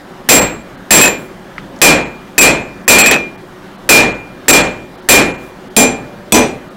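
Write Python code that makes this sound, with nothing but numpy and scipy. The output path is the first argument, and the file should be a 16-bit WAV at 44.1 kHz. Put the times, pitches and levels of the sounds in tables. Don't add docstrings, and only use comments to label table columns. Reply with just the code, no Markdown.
import sys
import numpy as np
from scipy import signal
from scipy.fft import rfft, irfft, next_fast_len
from scipy.io import wavfile
from scipy.ndimage import uniform_filter1d

SR = 44100
rng = np.random.default_rng(int(sys.argv[2]) if len(sys.argv) > 2 else 0)


def level_to_linear(level):
    exponent = np.asarray(level, float) / 20
    return 10 ** exponent


def wrap_up_sound(samples):
    columns = np.atleast_2d(samples).T
    tamed = np.clip(columns, -1, 1)
    steps = np.round(tamed * 32767).astype(np.int16)
    wavfile.write(sys.argv[1], SR, steps)


N = 298116

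# frequency in Hz, density in dB per Hz.
BURNER = [(15, -42), (25, 2), (53, -11.5), (80, -49.5), (99, -9), (270, -4), (335, -8), (373, -2.5),
          (427, -21), (503, -8.5), (641, -11), (1650, -16), (2480, -25), (2990, -24.5), (16000, -50)]
BURNER_DB = -34
# frequency in Hz, width in Hz, level in dB, start in seconds.
FLUE = [(366.5, 16, -42, -3), (188, 22, -42.5, -3), (583.4, 4.7, -42, 5.77), (473, 15, -46, 5.5)]
HISS_DB = -56.5

# start in seconds, force in dB, then anvil low mode, anvil twin mode
# and hammer ring, all in dB.
BLOWS = [(.289, 11.5, -2.5, -2, 5), (.907, 13.5, -2, 1, 8), (1.816, 13, 4.5, 4.5, 7.5),
         (2.38, 12.5, 3.5, 7.5, 11), (2.879, 12, 4, 3, 8.5), (3.891, 14, 8.5, 6.5, 5.5),
         (4.482, 13, 3, 1, 9.5), (5.088, 13, 4, -0.5, 8), (5.765, 3, -4, -8, -8),
         (6.322, 3, -8.5, -6.5, -16)]
# start in seconds, force in dB.
BOUNCES = [(1.013, 1.5), (1.039, 0.5), (1.057, -5), (1.078, -7.5), (1.086, -11), (2.985, 4.5), (3.06, -1),
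           (3.111, 1), (3.142, -10.5), (3.162, -16), (3.181, -18.5)]
RESTS_S = [1.086, 3.181]
# loss at the first bounce in dB, loss at each further bounce in dB.
BOUNCE_LOSS = [(-10.5, -2.5), (-8, -4.5), (-4, -4), (-9, -10)]
REST_LOSS_DB = [0.1, 7, -28, -2]
THUD_DB, CUTTER_THUD_DB = -8, -2
CUTTER_FROM_S, BOUNCE_GAP_S = 5.5, .2

OFF_CENTRE_HZ = {"face": 14290, "cheek": 13095, "neck": 12600, "eye": 10340, "peen": 7285, "wedge": 4265}
OFF_CENTRE_T60 = {"face": .26, "cheek": .16, "neck": .094, "eye": .14, "peen": .17, "wedge": .19}
# start in seconds, part of the head, level in dB.
GLANCES = [(.288, "face", -2), (0.906, "eye", -10), (1.014, "cheek", -8), (1.057, "peen", -2),
           (1.078, "face", -22), (2.986, "peen", -7), (2.984, "wedge", -5), (2.986, "neck", -7.5),
           (3.162, "face", -40), (5.088, "eye", 1), (5.089, "cheek", -4), (5.37, "face", -55),
           (5.41, "peen", -47)]
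PRESSED_RING = .4
ROD_HZ = [
    [7364, 11000, 3270],
    [996, 7935, 3430, 11500, 6905, 10750, 5750],
]
# level in dB re force, t60 in seconds.
ROD = [
    [(-0.5, 0.28), (-2, 0.14), (-11, 0.23)],
    [(-3, 0.25), (0, 0.13), (3, 0.071), (-5.5, .078), (-9.5, 0.24), (-22.5, .21), (-3, 0.12)],
]
ROD_SWELL_CYCLES = 8.6

ANVIL_LOW_HZ = [2405, 2405]
# level in dB re the low column, t60 in seconds.
ANVIL_LOW = [(-5, 0.56), (2.5, 0.26)]
ANVIL_TWIN_HZ = [2541, 1830, 5740]
# level in dB re the twin column, t60 in seconds.
ANVIL_TWIN = [(5, 0.26), (-22, 0.19), (-18.5, 0.28)]
PARTNER_HZ = [-8, 10]
# level in dB re the column, t60 in seconds, first swell in seconds.
PARTNER = [(-6, .4, .075), (-9, 0.45, 0.024)]
ANVIL_HORN_HZ = [2060, 4242, 5197, 6046, 6645, 52, 9060, 11250, 3230]
# level in dB re the blow's tail, t60 in seconds.
ANVIL_HORN = [(-20.5, 0.27), (-21.5, 0.34), (-28.5, .3), (-13.5, 0.22), (-25.5, 0.4), (-29, 0.76),
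              (-26, .17), (-26.5, .16), (-28, 0.11)]
SEAT_DB = -2.5
HAMMER_HZ = [7612, 7222, 10340, 12600, 13120, 13585]
# level in dB re the hammer column, t60 in seconds.
HAMMER = [(2.5, 0.23), (-3, 0.18), (-16.5, 0.16), (-15, 0.047), (-25, .15), (-33, 0.28)]
LOOSE_UNTIL_S, LOOSE_PITCH, LOOSE_RING = 1.5, .9965, 1.47
BEAT = .3
CUTTER_HZ = [212, 247, 280, 441, 640, 583, 783, 4900, 6050, 7364, 8608, 700, 856]
# delay in seconds, level in dB re thud, t60 in seconds, rise in ms.
CUTTER = [(0.00074, -1.5, 0.12, 3), (.021, 3, 0.19, 40), (.021, -4.5, 0.29, 23), (0.0012, -12, 0.39, 3.9),
          (0.00073, -9, 0.18, 2.3), (.05, -9.5, 0.17, 14), (0.00678, -16.5, 0.43, 12),
          (0.0094, -17, 0.19, 1.5), (0.0064, -8.5, 0.19, 5.6), (0.0085, -7, 0.11, 3.2),
          (0.00029, -4.5, 0.12, 1.2), (.01, -13.5, 0.28, 8), (.01, -15.5, 0.27, 8)]

# frequency in Hz, density in dB per Hz, t60 in seconds, rise in ms.
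TAIL = [(30.1, -27, 0.64, 37), (51, -15, 0.3, 19), (102, -16.5, 0.79, 13), (278, 0, 0.48, 2.2),
        (504, -3, 0.49, 2.2), (1296, -19.5, 0.45, 15), (2050, -15.5, 0.44, 0.8), (4060, -19.5, .3, 0.61),
        (7900, -22, 0.26, 0.46), (14600, -26, 0.16, 2.6)]
THUD_HZ = 736
CRACK_DB, CRACK_T60 = 12.5, 0.009
BOUNCE_DB, BOUNCE_T60 = 5, 0.35
BOUNCE_DULL_DB = -10
SOFT_DULL_DB = -0.32
CLICK_DB, CLICK_T60 = 9, 0.0073
GRAIN_DB, GRAIN_HZ = 2.5, 40

# start in seconds, level in dB, frequency in Hz, t60 in seconds.
TICKS = [(1.582, -17, 1270, 0.018), (1.581, -9.5, 2040, 0.012), (1.763, -30, 5500, 0.005),
         (1.789, -27, 6500, 0.004), (1.1, -40, 10000, 0.004)]
# start in seconds, length in seconds, level in dB.
SCRAPES = [
    (1.1, .24, -46.5),
    (5.35, .2, -49),
]

CLIP, EDGE_HZ = 0.71, 15900
# time in seconds, lower limit in Hz.
THINNED = [(.406, 2000), (.766, 4500), (2.046, 3500), (2.403, 1500), (2.862, 3500), (3.03, 3500),
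           (3.37, 3500), (3.773, 5000), (4.136, 3500), (4.522, 1500), (4.629, 3500), (4.969, 5000),
           (5.013, 5000), (5.332, 3000), (5.373, 3500), (5.695, 3500), (6.336, 1200), (6.696, 4500)]


def evened(x):
    return x / np.sqrt(np.mean(x ** 2) + 1e-20)


def add(mix, s, sound):
    part = mix[round(s * SR):][:len(sound)]
    part += sound[:len(part)]


def ring(hz, db, t60, phase, length=.9, rise_ms=0.72):
    length = min(length, t60)
    t = np.arange(round(length * SR)) / SR
    stop = np.clip((length - t) / .002, 0, 1)
    throb_hz = 9 + 25 * (7 * phase % 1)
    throb = 1 + BEAT * (hz > 3000) * np.cos(2 * np.pi * (throb_hz * t + 3 * phase))
    swell = 1 - np.exp(-1000 * t / rise_ms)
    return throb * level_to_linear(db - 60 * t / t60) * swell * stop * np.sin(2 * np.pi * (hz * t + phase))


def burner():
    frames, hz = N // 256 + 5, np.fft.rfftfreq(2048, 1 / SR)
    a, b, patches = rng.standard_normal((frames, 1025, 3)).T
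    patches = uniform_filter1d(patches, size=16, axis=0)
    patches = evened(uniform_filter1d(patches, size=14, axis=1))
    flutter = .7 * evened(uniform_filter1d(rng.standard_normal(frames), size=10))
    f, db = np.transpose(BURNER)
    colour_db = np.interp(np.log(hz + 1), np.log(f + 1), db)[:, None]
    z = (a + 1j * b) * level_to_linear(colour_db + 1.6 * patches + flutter)
    roar = evened(signal.istft(z, nperseg=2048, noverlap=1792)[1][:N])
    return level_to_linear(BURNER_DB) * roar


def flue():
    out = np.zeros(N)
    for hz, width, db, start in FLUE:
        resonance = signal.iirpeak(hz, hz / width, SR)
        whistle = evened(signal.lfilter(*resonance, rng.standard_normal(N)))
        out += level_to_linear(db) * whistle * (np.arange(N) / SR >= start)
    return out


def off_centre_head():
    out, late = np.zeros(N), np.array(RESTS_S)
    for s, part, db in GLANCES:
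        pressed = np.any((late - s > 0) & (late - s < .025))
        t60 = OFF_CENTRE_T60[part] * (PRESSED_RING if pressed else 1)
        add(out, s, ring(OFF_CENTRE_HZ[part], db, t60, rng.random()))
    return out


def contacts():
    rows, (first_db, further_db) = [], np.transpose(BOUNCE_LOSS)
    for s, force_db, *rings_db in BLOWS:
        thud_db = force_db + (THUD_DB if s < CUTTER_FROM_S else CUTTER_THUD_DB)
        blow_db = np.array([thud_db, *rings_db])
        rows.append((s, force_db, *blow_db))
        after = [row for row in BOUNCES if s < row[0] < s + .5]
        for k, (at, db) in enumerate(after):
            resting = k == len(after) - 1
            loss_db = first_db + k * further_db + resting * np.array(REST_LOSS_DB)
            rows.append((at, db, *(blow_db + loss_db)))
    return rows


def struck_modes(contact, dull_db):
    s, tail_db, _, low_db, twin_db, head_db = contact
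    pitch, longer = (LOOSE_PITCH, LOOSE_RING) if s < LOOSE_UNTIL_S else (1, 1)
    horn_db = tail_db + dull_db + SEAT_DB * (s > CUTTER_FROM_S)
    modes = [(hz, db + low_db, t60) for hz, (db, t60) in zip(ANVIL_LOW_HZ, ANVIL_LOW)]
    modes += [(hz, db + twin_db, t60) for hz, (db, t60) in zip(ANVIL_TWIN_HZ, ANVIL_TWIN)]
    modes += [(hz, db + horn_db, t60) for hz, (db, t60) in zip(ANVIL_HORN_HZ, ANVIL_HORN)]
    for hz, (db, t60) in zip(HAMMER_HZ, HAMMER):
        modes.append((hz * pitch, db + head_db + dull_db * (hz > 9515), t60 * longer))
    return modes


def steel():
    rows = contacts()
    out, luck = np.zeros(N), rng.random((len(rows), 40))
    luck[:, 1] = luck[:, 0]
    ends = [row[0] for row in rows[1:]] + [N / SR]
    starts = [-1] + [row[0] for row in rows]
    for row, before, end, phases in zip(rows, starts, ends, luck):
        s, tail_db, thud_db, low_db, twin_db, _ = row
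        dull_db = BOUNCE_DULL_DB * (s - before < BOUNCE_GAP_S)
        for (hz, db, t60), phase in zip(struck_modes(row, dull_db), phases):
            add(out, s, ring(hz, db, t60, phase, length=end - s))
        pair_hz = ANVIL_LOW_HZ[0], ANVIL_TWIN_HZ[0]
        pairs = zip(pair_hz, (low_db, twin_db), phases[1:], PARTNER_HZ, PARTNER)
        for hz, column_db, phase, off_hz, (db, t60, swell_s) in pairs:
            add(out, s, ring(hz + off_hz, column_db + db, t60, phase - off_hz * swell_s, length=end - s))
        if min(abs(s - np.array(RESTS_S))) < .004:
            continue
        if s < CUTTER_FROM_S:
            add(out, s, ring(1805, tail_db + 9.5, 0.013, 0, rise_ms=.1))
        else:
            for hz, (delay, db, t60, rise_ms) in zip(CUTTER_HZ, CUTTER):
                add(out, s + delay, ring(hz, thud_db + db + 7, t60, 0, rise_ms=rise_ms))
    return out


def walls(x):
    at = np.arange(100, SR // 2, 24)
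    taps = np.zeros(SR // 2 + 24)
    fade = level_to_linear(-60 * at / SR / .3)
    taps[at + rng.integers(0, 24, len(at))] = rng.choice([-1., 1.], len(at)) * fade
    return signal.fftconvolve(x, taps / np.linalg.norm(taps))[:N]


def shop():
    size = next_fast_len(N)
    hz, noise = np.fft.rfftfreq(size, 1 / SR), rfft(rng.standard_normal(size))
    centres = np.geomspace(30, 18000, 16)
    place = np.interp(np.log(hz + 1), np.log(centres), np.arange(len(centres)))
    f, colour_db, t60s, rises_ms = np.transpose(TAIL)
    colour = level_to_linear(np.interp(np.log(hz + 1), np.log(f), colour_db))
    thicket = evened(uniform_filter1d(rng.standard_normal(len(hz)), size=round(GRAIN_HZ * size / SR)))
    colour *= level_to_linear(GRAIN_DB * thicket * (hz > 2700))
    noise *= colour / np.sqrt(np.mean(colour ** 2))

    s, tail_db, thud_db, *_ = np.transpose([np.full(6, -99.)] + contacts())
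    step = 8
    t = np.arange(0, N + step, step) / SR
    last = np.searchsorted(s, t) - 1
    resting = (abs(s[:, None] - RESTS_S).min(axis=1) < .004)[last]
    age, out = t - s[last], np.zeros(N)
    bounce = (np.diff(s, prepend=0) < BOUNCE_GAP_S)[last] & (last > 0)
    flight = np.diff(s, prepend=s[0] - 1)[last]
    bounce_db = BOUNCE_DB - 60 * age / (BOUNCE_T60 * flight)
    crack_db = np.where(bounce, bounce_db, CRACK_DB - 60 * age / CRACK_T60)
    click = bounce * level_to_linear(tail_db[last] + CLICK_DB - 60 * age / CLICK_T60) ** 2
    burst = ~resting * (level_to_linear(tail_db[last] + crack_db) ** 2 + click)
    softness_db = np.maximum(-tail_db[last], 0)

    for k, centre in enumerate(centres):
        t60, rise_ms = (np.interp(np.log(centre), np.log(f), c) for c in (t60s, rises_ms))
        low = 1 / (1 + (centre / THUD_HZ) ** 4)
        octaves = max(np.log2(centre / 3000), 0)
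        level_db = (low * thud_db + (1 - low) * tail_db)[last]
        power = level_to_linear(level_db - 60 * age / t60) ** 2
        power *= level_to_linear(bounce * BOUNCE_DULL_DB * octaves) ** 2
        power += (1 - low) * burst * level_to_linear(SOFT_DULL_DB * softness_db * octaves) ** 2
        lag = np.exp(-1000 * step / rise_ms / SR)
        swell = np.sqrt(signal.lfilter([1 - lag], [1, -lag], power))
        share = np.cos(np.pi / 2 * np.clip(place - k, -1, 1)) ** 2
        out += np.repeat(swell, step)[:N] * irfft(noise * share, size)[:N]
    return out


def scrapes():
    out = np.zeros(N)
    high = signal.butter(2, 6000, "high", fs=SR)
    for s, length, db in SCRAPES:
        grains = rng.standard_normal(SR // 2) * level_to_linear(4.0 * rng.standard_normal(SR // 2))
        hiss = evened(signal.lfilter(*high, grains))[:round(length * SR)]
        add(out, s, level_to_linear(db) * hiss * np.hanning(len(hiss)))
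    return out


def ticks():
    out, t = np.zeros(N), np.arange(3000) / SR
    for s, db, hz, t60 in TICKS:
        band = signal.butter(2, [.5 * hz, 1.5 * hz], "band", fs=SR)
        puff = signal.lfilter(*band, rng.standard_normal(len(t)))
        add(out, s, ring(hz, db, t60, 0, length=.06, rise_ms=0.13))
        add(out, s, level_to_linear(db - 12.5 - 60 * t / (10.0 * t60)) * puff)
    return out


def rod_overhang():
    out = np.zeros(N)
    cuts = [row for row in BLOWS if row[0] > CUTTER_FROM_S]
    for (s, force_db, *_), pitches, rod in zip(cuts, ROD_HZ, ROD):
        for hz, (db, t60) in zip(pitches, rod):
            rise_ms = 1000 * ROD_SWELL_CYCLES / hz
            add(out, s, ring(hz, force_db + db, t60, rng.random(), rise_ms=rise_ms))
    return out


def scene():
    rings = steel() + off_centre_head() + rod_overhang()
    mono = burner() + flue() + rings + level_to_linear(-14.5) * walls(rings) + shop() + scrapes() + ticks()
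    mono += level_to_linear(HISS_DB) * rng.standard_normal(N)
    return np.array([mono, mono])


def thin_treble(x):
    hz, t, z = signal.stft(x, SR, nperseg=512, noverlap=384)
    for s, above_hz in THINNED:
        frames = abs(t - s) < .008
        level = abs(z[:, frames]).mean(axis=1)
        peak = level > 1.9 * uniform_filter1d(level, size=15)
        z[np.ix_((hz > above_hz) & ~peak, frames)] *= level_to_linear(-12)
    return signal.istft(z, SR, nperseg=512, noverlap=384)[1][:N]


def roll_off(x):
    return signal.sosfilt(signal.butter(12, 16380, fs=SR, output="sos"), x)


def record(dry):
    clipped = thin_treble(np.clip(dry[0], -CLIP, CLIP))
    lowpass = signal.firwin(255, EDGE_HZ, window=("kaiser", 7), fs=SR)
    limited = signal.oaconvolve(clipped, lowpass, "same")
    return roll_off(np.array([limited, limited]))


dry = scene()
out = record(dry)
wrap_up_sound(out)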